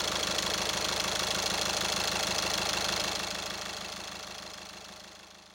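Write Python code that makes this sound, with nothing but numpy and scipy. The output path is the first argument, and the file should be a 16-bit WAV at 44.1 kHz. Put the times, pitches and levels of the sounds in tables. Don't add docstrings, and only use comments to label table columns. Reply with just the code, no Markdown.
import sys
import numpy as np
from scipy import signal
from scipy.fft import rfft, irfft
from scipy.io import wavfile
from scipy.ndimage import uniform_filter1d

SR = 44100
rng = np.random.default_rng(int(sys.argv[2]) if len(sys.argv) > 2 else 0)


def inscribe(sig):
    pcm = np.round(np.clip(np.atleast_2d(sig).T, -1, 1) * 32767)
    wavfile.write(sys.argv[1], SR, pcm.astype(np.int16))


N = 244299
CYCLE_S, FIRINGS_PER_CYCLE = .1538, 4
CYCLES = int(N / SR / CYCLE_S) + 3


def amp(db):
    return 10 ** (np.asarray(db) / 20)


def unit(x):
    return x / np.sqrt(np.mean(x ** 2) + 1e-20)


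def curve_at(points, hz):
    f, value = np.transpose(points)
    return np.interp(np.log(hz + 1), np.log(f + 1), value)


def add(mix, s, sound):
    at = int(round(s * SR))
    sound = sound[max(-at, 0):]
    part = mix[max(at, 0):][:len(sound)]
    part += sound[:len(part)]


# f/Hz, t60/s
GARAGE_DECAY = [(100, 0.53), (1000, 0.51), (4000, 0.57), (14000, 0.5)]
def garage(x, size=22050):
    hz, t, noise = signal.stft(rng.standard_normal(size), SR, nperseg=256)
    decay = amp(-60 * t / curve_at(GARAGE_DECAY, hz)[:, None])
    tail = signal.istft(noise * decay * (t > .008), SR, nperseg=256)[1]
    return signal.oaconvolve(x, tail / np.linalg.norm(tail))[:N]


def standing_wave(gas, hz=203.5, width_hz=24):
    return unit(signal.lfilter(*signal.iirpeak(hz, hz / width_hz, fs=SR), gas))


# f/Hz, width/Hz, boost/dB
BLOCK_MODES = [(316, 32, 5.5), (486, 80, 0), (600, 113, 3.5), (790, 240, 2), (1140, 83, 3.5), (1380, 84, 4),
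               (2246, 61, 5), (2654, 173, 5.5), (3363, 210, 5), (4320, 190, 2), (5300, 91, 3),
               (5970, 440, 4.5), (6660, 310, 5.5), (7440, 280, 7)]
def through_block(x, colour, size=8192):
    hz = np.fft.rfftfreq(size, 1 / SR)
    peaks_db = sum(boost / (1 + (2 * (hz - f) / width) ** 2) for f, width, boost in BLOCK_MODES)
    cepstrum = irfft(np.log(amp(curve_at(colour, hz) + peaks_db)))
    cepstrum[1:size // 2] *= 2
    cepstrum[size // 2 + 1:] = 0
    response = irfft(np.exp(rfft(cepstrum)))[:size // 2]
    return unit(signal.oaconvolve(x, response)[:N])


# f/Hz, share of power that repeats
LIKENESS = [(100, 0.82), (350, 0.85), (700, 0.85), (1400, 0.73), (3000, 0.63), (6000, 0.4), (12000, 0.11)]
def rattle(size, memory=.95):
    same = curve_at(LIKENESS, np.fft.rfftfreq(size, 1 / SR))
    fresh, drift = rfft(rng.standard_normal((2, CYCLES, size)))
    drift[1:] *= np.sqrt(1 - memory)
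    pattern = np.exp(1j * np.angle(np.cumsum(drift, axis=0))) * np.sqrt(size)
    return irfft(np.sqrt(same) * pattern + np.sqrt(1 - same) * fresh, size)


# f/Hz, level/dB
WHIRR_EQ = [(20, -32), (45, -15), (100, -0.5), (200, -7), (255, -9), (310, -1.3), (450, -1), (600, 0.8),
            (1100, .8), (2000, -4.5), (4000, -8.5), (6300, -15), (8000, -20), (10000, -16), (13500, -54),
            (14800, -29)]
def whirr(starts):
    out = np.zeros(N)
    for start, turn in zip(starts, rattle(int(CYCLE_S * SR))):
        add(out, start, turn)
    return through_block(out, WHIRR_EQ)


def hum(starts, orders, lag_s):
    firings = FIRINGS_PER_CYCLE * np.interp(np.arange(N) / SR, starts + lag_s, np.arange(CYCLES))
    return sum(amp(db) * -np.sqrt(2) * np.sin(2 * np.pi * k * firings) for k, db in orders)


# multiple of the firing rate, level/dB
DRONE_PARTIALS = [(12, -20), (14, -21), (23, -17), (24, -16.5)]
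def drone(starts):
    return hum(starts, DRONE_PARTIALS, lag_s=.031)


# multiple of the firing rate, level/dB
BOOM_PARTIALS = [(2, -14.5), (3, -8), (4, -24), (5, -11), (6, -25), (8, -15.5)]
def boom(starts):
    return hum(starts, BOOM_PARTIALS, lag_s=.0279)


def gas_thumps(fire, levels_db, hz=188, length_s=.0053, delay_s=.0264, vary_db=1.5, size=2048):
    t, out = (np.arange(size) - size // 2) / SR, np.zeros(N)
    puff = -np.sin(2 * np.pi * hz * t) * np.exp(-abs(t / length_s) ** 1.12)
    for times, db in zip(fire, levels_db):
        for at, force in zip(times, rng.standard_normal(CYCLES)):
            add(out, at + delay_s + t[0], amp(db + vary_db * force) * puff)
    return unit(out)


def blows(hits, levels_db, colour, rise_s, t60_s, vary_db=.5, size=3072):
    t, out = np.arange(size) / SR, np.zeros(N)
    envelope = (1 - np.exp(-t / rise_s)) * amp(-60 * t / t60_s)
    for times, db in zip(hits, levels_db):
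        for at, burst, force in zip(times, rattle(size), rng.standard_normal(CYCLES)):
            add(out, at, amp(db + vary_db * force) * envelope * burst)
    return through_block(out, colour)


# f/Hz, level/dB
VALVE_EQ = [(30, -55), (150, -22), (300, 5), (600, 6.5), (1200, -2), (2000, -2.5), (3000, -8), (4700, -1.5),
            (8000, -16.5), (16000, -28)]
def valve_taps(fire, levels_db, delay_s=.031):
    return blows(fire + delay_s, levels_db, VALVE_EQ, rise_s=.00086, t60_s=.051, vary_db=1.04)


# f/Hz, level/dB
KNOCK_EQ = [(30, -55), (260, -17), (400, -6), (800, -2.5), (1400, 1), (1950, 1.5), (2500, -9.5), (4000, -8),
            (6500, -16), (8000, -17.5), (16000, -28)]
def knocks(fire, levels_db, delay_s=.0078):
    return blows(fire + delay_s, levels_db, KNOCK_EQ, rise_s=.0012, t60_s=.047, vary_db=0)


def rings(starts, modes, vary_db, detune, rise_s, centred_s=1.12, glide_s=.26, size=4096):
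    t, out = np.arange(size) / SR, np.zeros(N)
    aside = .5 - .5 * np.tanh((starts - centred_s) / (2 * glide_s))
    for delay, hz, db, t60, side_db in modes:
        envelope = (1 - np.exp(-t / rise_s)) * amp(-60 * t / t60)
        envelope /= envelope.max()
        scatter = rng.standard_normal((len(starts), 2))
        for start, level, (force, off) in zip(starts, db + side_db * aside, scatter):
            tone = np.sin(2 * np.pi * hz * (1 + detune * off) * t)
            add(out, start + delay, amp(level + vary_db * force) * envelope * tone)
    return out


# t/s into the cycle, f/Hz, level/dB, t60/s, gain from the side/dB
PIPE_MODES = [(.0055, 2700, 5.5, 0.031, -15), (.0050, 3360, -5.5, 0.032, 13.5), (0.008, 4250, -2, 0.024, 2),
              (.0420, 3370, -3, 0.019, -6), (.0790, 3200, -3, 0.034, 2.5), (.0800, 3370, -8.5, 0.038, 13.5),
              (.0785, 5100, 5, 0.016, -2), (0.0835, 2700, -0.5, 0.015, -8), (.1210, 3410, 5.5, 0.04, -4),
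              (.1195, 7200, -12, 0.028, 10.5), (0.0085, 830, 2.5, 0.032, -5),
              (.0460, 786, 1.5, 0.029, -11.5), (0.028, 612, -2, 0.045, -0.5),
              (.0450, 384, -11.5, 0.033, 10), (0.057, 435, -1.5, 0.06, 0.5), (.0850, 1390, -6, 0.025, -1),
              (0.125, 610, -8, 0.024, 3)]
def pipes_and_covers(starts):
    return rings(starts, PIPE_MODES, vary_db=1.2, detune=.0041, rise_s=.0014)


# f/Hz, level/dB, t60/s, gain from the side/dB
FUEL_LINE_MODES = [(4215, 6.8, .012, -18), (4315, -12.5, 0.023, 14.5), (2690, -5.5, 0.032, -13)]
def fuel_line(ticks, lag_s=.0007):
    modes = [(lag_s, *mode) for mode in FUEL_LINE_MODES]
    return rings(ticks.ravel(), modes, vary_db=.8, detune=.0042, rise_s=.002)


# f/Hz, level/dB
PUMP_EQ = [(30, -54), (300, -6), (1500, -14.5), (3200, -6), (3800, -6), (4250, 0), (4800, -14.5),
           (6500, -3), (8000, -14.5), (9300, -10.5), (12000, -26.5), (13500, -32), (15000, -21)]
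def pump(ticks, levels_db):
    return blows(ticks, levels_db, PUMP_EQ, rise_s=.00069, t60_s=.031)


# f/Hz, level/dB
CLACK_EQ = [(30, -60), (300, -17), (2000, -8), (2500, -6), (3100, 0.5), (4000, 4), (5000, 1.1),
            (6500, -2.5), (8000, -18), (9300, -5.5), (10800, -16), (11800, -16), (13500, -19),
            (14600, -11.5), (16000, -8.5)]
def injectors(inject, pilot_db, main_db, pilot_s=.0037, main_s=.008, dull_hz=8000, db_per_octave=10):
    main_eq = [(hz, db - db_per_octave * max(np.log2(hz / dull_hz), 0)) for hz, db in CLACK_EQ]
    pilot = blows(inject + pilot_s, pilot_db, CLACK_EQ, rise_s=.00041, t60_s=.037)
    main = blows(inject + main_s, main_db, main_eq, rise_s=.00059, t60_s=.04)
    return amp(-5) * pilot + amp(-6) * main


def beamed(x, overhead_s=1.7, pass_s=.99, beam_hz=4900, off_beam_db=-1.4, lift_db=2):
    treble = signal.sosfiltfilt(signal.butter(3, beam_hz, "highpass", fs=SR, output="sos"), x)
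    above = np.exp(-((np.arange(N) / SR - overhead_s) / pass_s) ** 2)
    return x - treble + amp(off_beam_db + lift_db * above) * treble


# injection lag/s, pilot/dB, main shot/dB, knock/dB, pump/dB, valve/dB, thump/dB
CYLINDER_ACCENTS = [(.0001, 3, 1.5, -0.5, 4, -3.5, 1), (-.0002, 3, 0, 0.5, 4.5, -5.5, -4.5),
                    (-.0023, 4, 5, 1, 2, -4.5, 2), (.0003, 4, -0.5, 1.5, 4, 0.5, 5.5)]
# t/s, level/dB
FADE_OUT = [(3.0, -0.1), (3.3, -4.5), (4.1, -10), (4.9, -15.5), (5.54, -24)]
def scene(first_s=-.0036, pump_delay_s=.0186):
    wobble = .0003 * uniform_filter1d(rng.standard_normal(CYCLES), size=5)
    starts = first_s + CYCLE_S * (np.arange(CYCLES) - 1) + wobble
    fire = starts + CYCLE_S * np.arange(FIRINGS_PER_CYCLE)[:, None] / FIRINGS_PER_CYCLE
    ticks = fire + pump_delay_s
    lag, pilot_db, main_db, knock_db, pump_db, valve_db, thump_db = np.transpose(CYLINDER_ACCENTS)
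    clatter = injectors(fire + lag[:, None], pilot_db, main_db)
    clatter += amp(-10) * pump(ticks, pump_db) + fuel_line(ticks)
    clatter += amp(-1.5) * pipes_and_covers(starts)
    block = amp(-4) * knocks(fire, knock_db) + amp(-7.5) * valve_taps(fire, valve_db)
    block += amp(-3) * whirr(starts) + drone(starts)
    gas = gas_thumps(fire, thump_db)
    fade_db = np.interp(np.arange(N) / SR, *np.transpose(FADE_OUT))
    metal = amp(-33 + 1.04 * fade_db) * beamed(clatter) + amp(-35.5 + .97 * fade_db) * block
    bass = amp(-44.5 + .9 * fade_db) * (amp(-7) * gas + boom(starts))
    send = metal + amp(-50 + .7 * fade_db) * gas
    walls = amp(-14.5 - .22 * fade_db) * garage(send)
    walls += amp(-55 + .58 * fade_db) * standing_wave(gas)
    return (metal + bass + walls)[None]


def record(dry, low_cut_hz=30, high_cut_hz=15950):
    thin = signal.sosfilt(signal.butter(2, low_cut_hz, "highpass", fs=SR, output="sos"), dry)
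    high_cut = signal.firwin(511, high_cut_hz, window=("kaiser", 9), fs=SR)
    return signal.oaconvolve(thin, high_cut[None], "same")


dry = scene()
out = record(dry)
inscribe(out)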